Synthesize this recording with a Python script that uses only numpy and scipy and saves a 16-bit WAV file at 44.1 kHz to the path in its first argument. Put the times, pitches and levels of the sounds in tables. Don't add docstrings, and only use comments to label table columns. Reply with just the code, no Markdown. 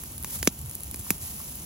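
import sys
import numpy as np
from scipy import signal
from scipy.fft import rfft, irfft
from scipy.io import wavfile
from scipy.ndimage import uniform_filter1d

SR = 44100
rng = np.random.default_rng(int(sys.argv[2]) if len(sys.argv) > 2 else 0)


def int16_out(signal):
    q = np.round(np.clip(np.atleast_2d(signal).T, -1, 1) * 32767)
    wavfile.write(sys.argv[1], SR, q.astype(np.int16))


def gain_from_decibels(decibels):
    exponent = np.asarray(decibels, float) / 20
    return 10 ** exponent


N = 72765
LENGTH = 2048
QUIET_TAIL_DB = -28


def evened(x):
    return x / np.sqrt(np.mean(x ** 2) + 1e-20)


def read(points, hz):
    p = np.array(points)
    return np.interp(np.log(hz + 1), np.log(p[:, 0] + 1), p[:, 1])


def curve(points):
    return gain_from_decibels(np.interp(np.arange(N) / SR, *np.transpose(points)))


def coloured(x, points, tilt_db=0):
    n = x.shape[-1]
    hz = abs(np.fft.fftfreq(n, 1 / SR))
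    gain_db = read(points, hz) + tilt_db * np.log2((hz + 500) / 8000)
    log_gain = np.log(gain_from_decibels(np.maximum(gain_db, -120)))
    response = np.exp(np.conj(signal.hilbert(log_gain)))
    return np.fft.ifft(np.fft.fft(x) * response).real


def wobble(span_s):
    width = round(span_s * SR)
    smooth = uniform_filter1d(rng.standard_normal(N), width)
    return evened(uniform_filter1d(smooth, width))


def add(mix, s, sound):
    part = mix[round(s * SR):][:len(sound)]
    part += sound[:len(part)]


def burst(points, t60, db, tail_db, tilt_db=0, rise_s=.00015, snap=4.3):
    crest_db, tail_t60_s = 5, .06
    t = np.arange(LENGTH) / SR
    fall = gain_from_decibels(-60 * t / t60) + gain_from_decibels(tail_db - 60 * t / tail_t60_s)
    shape = (1 - np.exp(-t / rise_s)) * fall
    x = rng.standard_normal(LENGTH) * shape
    x[round(rise_s * SR)] += snap
    x = coloured(x, points, tilt_db=tilt_db)
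    return x * gain_from_decibels(db - crest_db) * np.linalg.norm(shape) / np.linalg.norm(x)


def air():
    # f/Hz, level/dB
    air_colour = [(200, -81.5), (450, -45), (900, -41.5), (1700, -53.5), (3000, -47.5), (5000, -67),
                  (8000, -72)]
    return coloured(rng.standard_normal((2, N)), air_colour)


def flames():
    # t/s, level/dB
    flutter_level = [(0.0, -46.5), (.17, -44.5), (.22, -43), (.3, -47.5), (.35, -45.5), (.42, -39.5),
                     (.55, -49), (.66, -32), (.73, -47.5), (.78, -47.5), (.88, -39.5), (1.05, -45.5),
                     (1.3, -45.5), (1.37, -46), (1.5, -48), (1.65, -44.5)]
    # f/Hz, level/dB
    flutter_colour = [(15, -51), (25, -50), (40, -12), (55, -4), (75, -0.3), (100, -7.5), (135, -7),
                      (200, -26.5), (400, -73.5)]
    # f/Hz, level/dB
    rush_colour = [(60, -71), (120, -30), (200, -27.5), (320, -35.5), (450, -43.5), (700, -53.5),
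                   (1200, -69)]
    same, lump_db = 0.97, 1.55
    one, other = rng.standard_normal((2, 2, N))
    partner = same * one + np.sqrt(1 - same ** 2) * other
    lumps = gain_from_decibels(lump_db * wobble(0.006))
    low, upper = np.stack([one, partner], axis=1) * lumps
    flutter = evened(coloured(low, flutter_colour)) * curve(flutter_level)
    return flutter + coloured(upper, rush_colour)


def sizzle():
    # t/s, level/dB
    sizzle_level = [(0.0, -46.5), (.13, -46.5), (.23, -48.5), (.3, -41.5), (.35, -37), (.41, -44),
                    (.47, -43.5), (.5, -49), (.57, -48), (.63, -48), (.78, -47.5), (.94, -47.5),
                    (1.02, -45.5), (1.1, -42), (1.14, -43.5), (1.19, -48.5), (1.22, -40), (1.32, -43),
                    (1.5, -44), (1.65, -46)]
    # f/Hz, level/dB
    sizzle_colour = [(200, -35.5), (500, -3), (900, -2.5), (1700, -5), (2800, -3.5), (4300, -0.5),
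                     (5600, 4), (7000, 4.5), (8500, 6), (11000, 8.5), (13300, 8.5), (14300, 9.5),
                     (15800, 5.5)]
    # f/Hz, likeness/0-1
    likeness = [(300, 0.3), (700, 0.25), (2000, 0), (3500, 0), (5500, 0.33), (7000, 0.94), (8200, 1),
                (16000, 1)]
    grains_per_s, spread_db, grain_t60_s, grain_db = 250, 3.5, .004, -10
    flicker_db = 0.9

    starts = rng.random(N) < grains_per_s / SR
    size = gain_from_decibels(spread_db * np.minimum(rng.exponential(1, N), 4)) * starts
    fall = gain_from_decibels(-60 * np.arange(LENGTH) / SR / grain_t60_s)
    grains = evened(signal.oaconvolve(size, fall)[:N])
    level = np.sqrt(1 + (gain_from_decibels(grain_db) * grains) ** 2) * gain_from_decibels(flicker_db * wobble(0.011))

    noise = rng.standard_normal((2, N)) * level * curve(sizzle_level)
    one, other = rfft(noise)
    same = read(likeness, np.fft.rfftfreq(N, 1 / SR))
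    partner = same * one + np.sqrt(1 - same ** 2) * other
    return coloured(irfft(np.array([one, partner]), N), sizzle_colour)


def knocks():
    # t/s, level/dB (roughly the peak)
    knock_list = [(.359, -38.5), (1.065, -35.5), (1.401, -35.5)]
    # f/Hz, level/dB
    knock_colour = [(500, -31), (900, -1.5), (1300, -1), (1800, -15), (3000, -45)]
    mix = np.zeros(N)
    for s, db in knock_list:
        add(mix, s, burst(knock_colour, 0.023, db, QUIET_TAIL_DB))
    return mix


def ticks():
    # t/s, level/dB (roughly the peak), time to fall 60 dB/s
    tick_list = [(.1803, -15.5, 0.0045), (.2270, -15.5, 0.0055), (0.2355, -20, 0.01), (0.276, -24, .005),
                 (0.325, -30, .009), (.3560, -22, .012), (0.39, -19, .006), (0.3965, -29, .006),
                 (.4477, -15, 0.0078), (.4547, -13, 0.0033), (.5570, -37, .006), (0.5911, -23, .006),
                 (0.6146, -20, .006), (0.6599, -22, .006), (.6960, -15.5, 0.0038), (.7120, -17, 0.0053),
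                 (.7324, -28, 0.01), (0.7483, -20, 0.0039), (0.7523, -12, 0.0059), (.7805, -37, .005),
                 (.8006, -22.5, 0.0045), (0.8062, -17, 0.0037), (0.817, -26, .005), (0.8346, -13.5, 0.0047),
                 (0.844, -22, 0.0042), (0.9127, -14, 0.005), (0.96, -16, 0.0044), (0.994, -21, 0.0078),
                 (1.0020, -24, .005), (1.0117, -23, .007), (1.0470, -22, .005), (1.1225, -38, .008),
                 (1.181, -28, 0.015), (1.224, -26, .008), (1.4964, -23, 0.0047), (1.5550, -20, 0.0065)]
    # f/Hz, level/dB
    tick_colour = [(300, -26), (1500, -9.5), (3000, -11.5), (6000, -10), (9000, 5.5), (12000, 5.5),
                   (16000, -4.5)]
    mix = np.zeros(N)
    for s, db, t60 in tick_list:
        add(mix, s, burst(tick_colour, t60, db, QUIET_TAIL_DB))
    return mix


def thump(db, pitch):
    from_hz, to_hz, sag_s = 893, 171.3, 0.0022
    swell_s, fade, start_turn = 0.0022, 1.207, 0.25
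    t = np.arange(LENGTH) / SR * pitch
    turns = to_hz * t + (from_hz - to_hz) * sag_s * (1 - np.exp(-t / sag_s))
    u = t / swell_s
    shape = gain_from_decibels(db) * u ** 2 * np.exp(2 - u * fade)
    x = shape * np.exp(2j * np.pi * (turns + start_turn))
    return signal.lfilter(*signal.butter(2, 81, "high", fs=SR), x)


def pops():
    # t/s, crack level/dB, body level/dB, thump level/dB (before its swell shape),
    # thump pitch/factor, time for the crack to fall 60 dB/s, crack brightness/dB per octave
    pop_list = [(0.0358, -13.5, -32.5, -56, 1.5, 0.012, 12.5), (0.2452, -5.5, -21, -50, 1.1, 0.0034, 4.5),
                (0.428, -8.5, -15, -40, 1.4, 0.0085, -1.8), (0.4734, -1.5, -5, -20, 1.01, 0.014, -4.5),
                (0.9427, -17, -27, -43.5, 0.91, 0.012, 0.8), (1.1045, -0.5, -9.5, -30, 0.82, 0.014, 4.5)]
    body_tilts = [1, 1.5, 3, 0.8, -6.5, -1.3]
    # f/Hz, level/dB
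    crack_colour = [(1500, -26), (3000, -5.5), (4300, -4.5), (6000, 4.5), (8500, -2), (11500, 2.2),
                    (14000, -1.5), (16000, 0.5)]
    # f/Hz, level/dB
    body_colour = [(300, -30), (700, -2), (1100, 2.8), (1800, -1.5), (2500, 2), (3500, -9), (5000, -18),
                   (9000, -53)]
    body_t60_s, wide_db, thump_wide = 0.0089, -10.5, 0.13
    onset = dict(rise_s=.0004, snap=1.6)
    bright, low, wide = np.zeros((3, N))
    for pop, body_tilt_db in zip(pop_list, body_tilts):
        s, crack_db, body_db, thump_db, pitch, t60, tilt_db = pop
        push = thump(thump_db, pitch)
        crack = burst(crack_colour, t60, crack_db, -17, tilt_db=tilt_db, **onset)
        body = burst(body_colour, body_t60_s, body_db, QUIET_TAIL_DB, tilt_db=body_tilt_db, **onset)
        side = burst(body_colour, body_t60_s, body_db + wide_db, QUIET_TAIL_DB)
        add(bright, s, crack)
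        add(low, s, body + push.imag)
        add(wide, s, side + thump_wide * push.real)
    return bright, np.array([low + wide, low - wide])


def late_left(x):
    # f/Hz, level/dB, delay/cycles
    left_path = [(20, -0.5, .01), (2650, -.5, 0.5), (4400, -2, 1.19), (5200, -6.5, 1.19), (6670, -1, 1.22),
                 (7120, -1.1, 1.166), (8640, 1.5, 1.517), (10920, -1.4, 2.03), (13550, 2, 2.506),
                 (16300, -9, 3.12)]
    hz = np.fft.rfftfreq(N, 1 / SR)
    f, db, cycles = np.transpose(left_path)
    gain = gain_from_decibels(np.interp(hz, f, db))
    delay = np.exp(-2j * np.pi * np.interp(hz, f, cycles))
    return irfft(rfft(x) * gain * delay, N)


def scene():
    cracks, pop_low = pops()
    left, right = cracks + ticks() + knocks() + sizzle()
    return np.array([late_left(left), right]) + pop_low + flames() + air()


def top_cut(x):
    return signal.sosfilt(signal.butter(12, 17000, fs=SR, output="sos"), x)


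def record(dry):
    edge = signal.firwin(255, 15950, window=("kaiser", 9), fs=SR)[None]
    mix = signal.oaconvolve(dry, edge, "same")
    return top_cut(mix)


dry = scene()
out = record(dry)
int16_out(out)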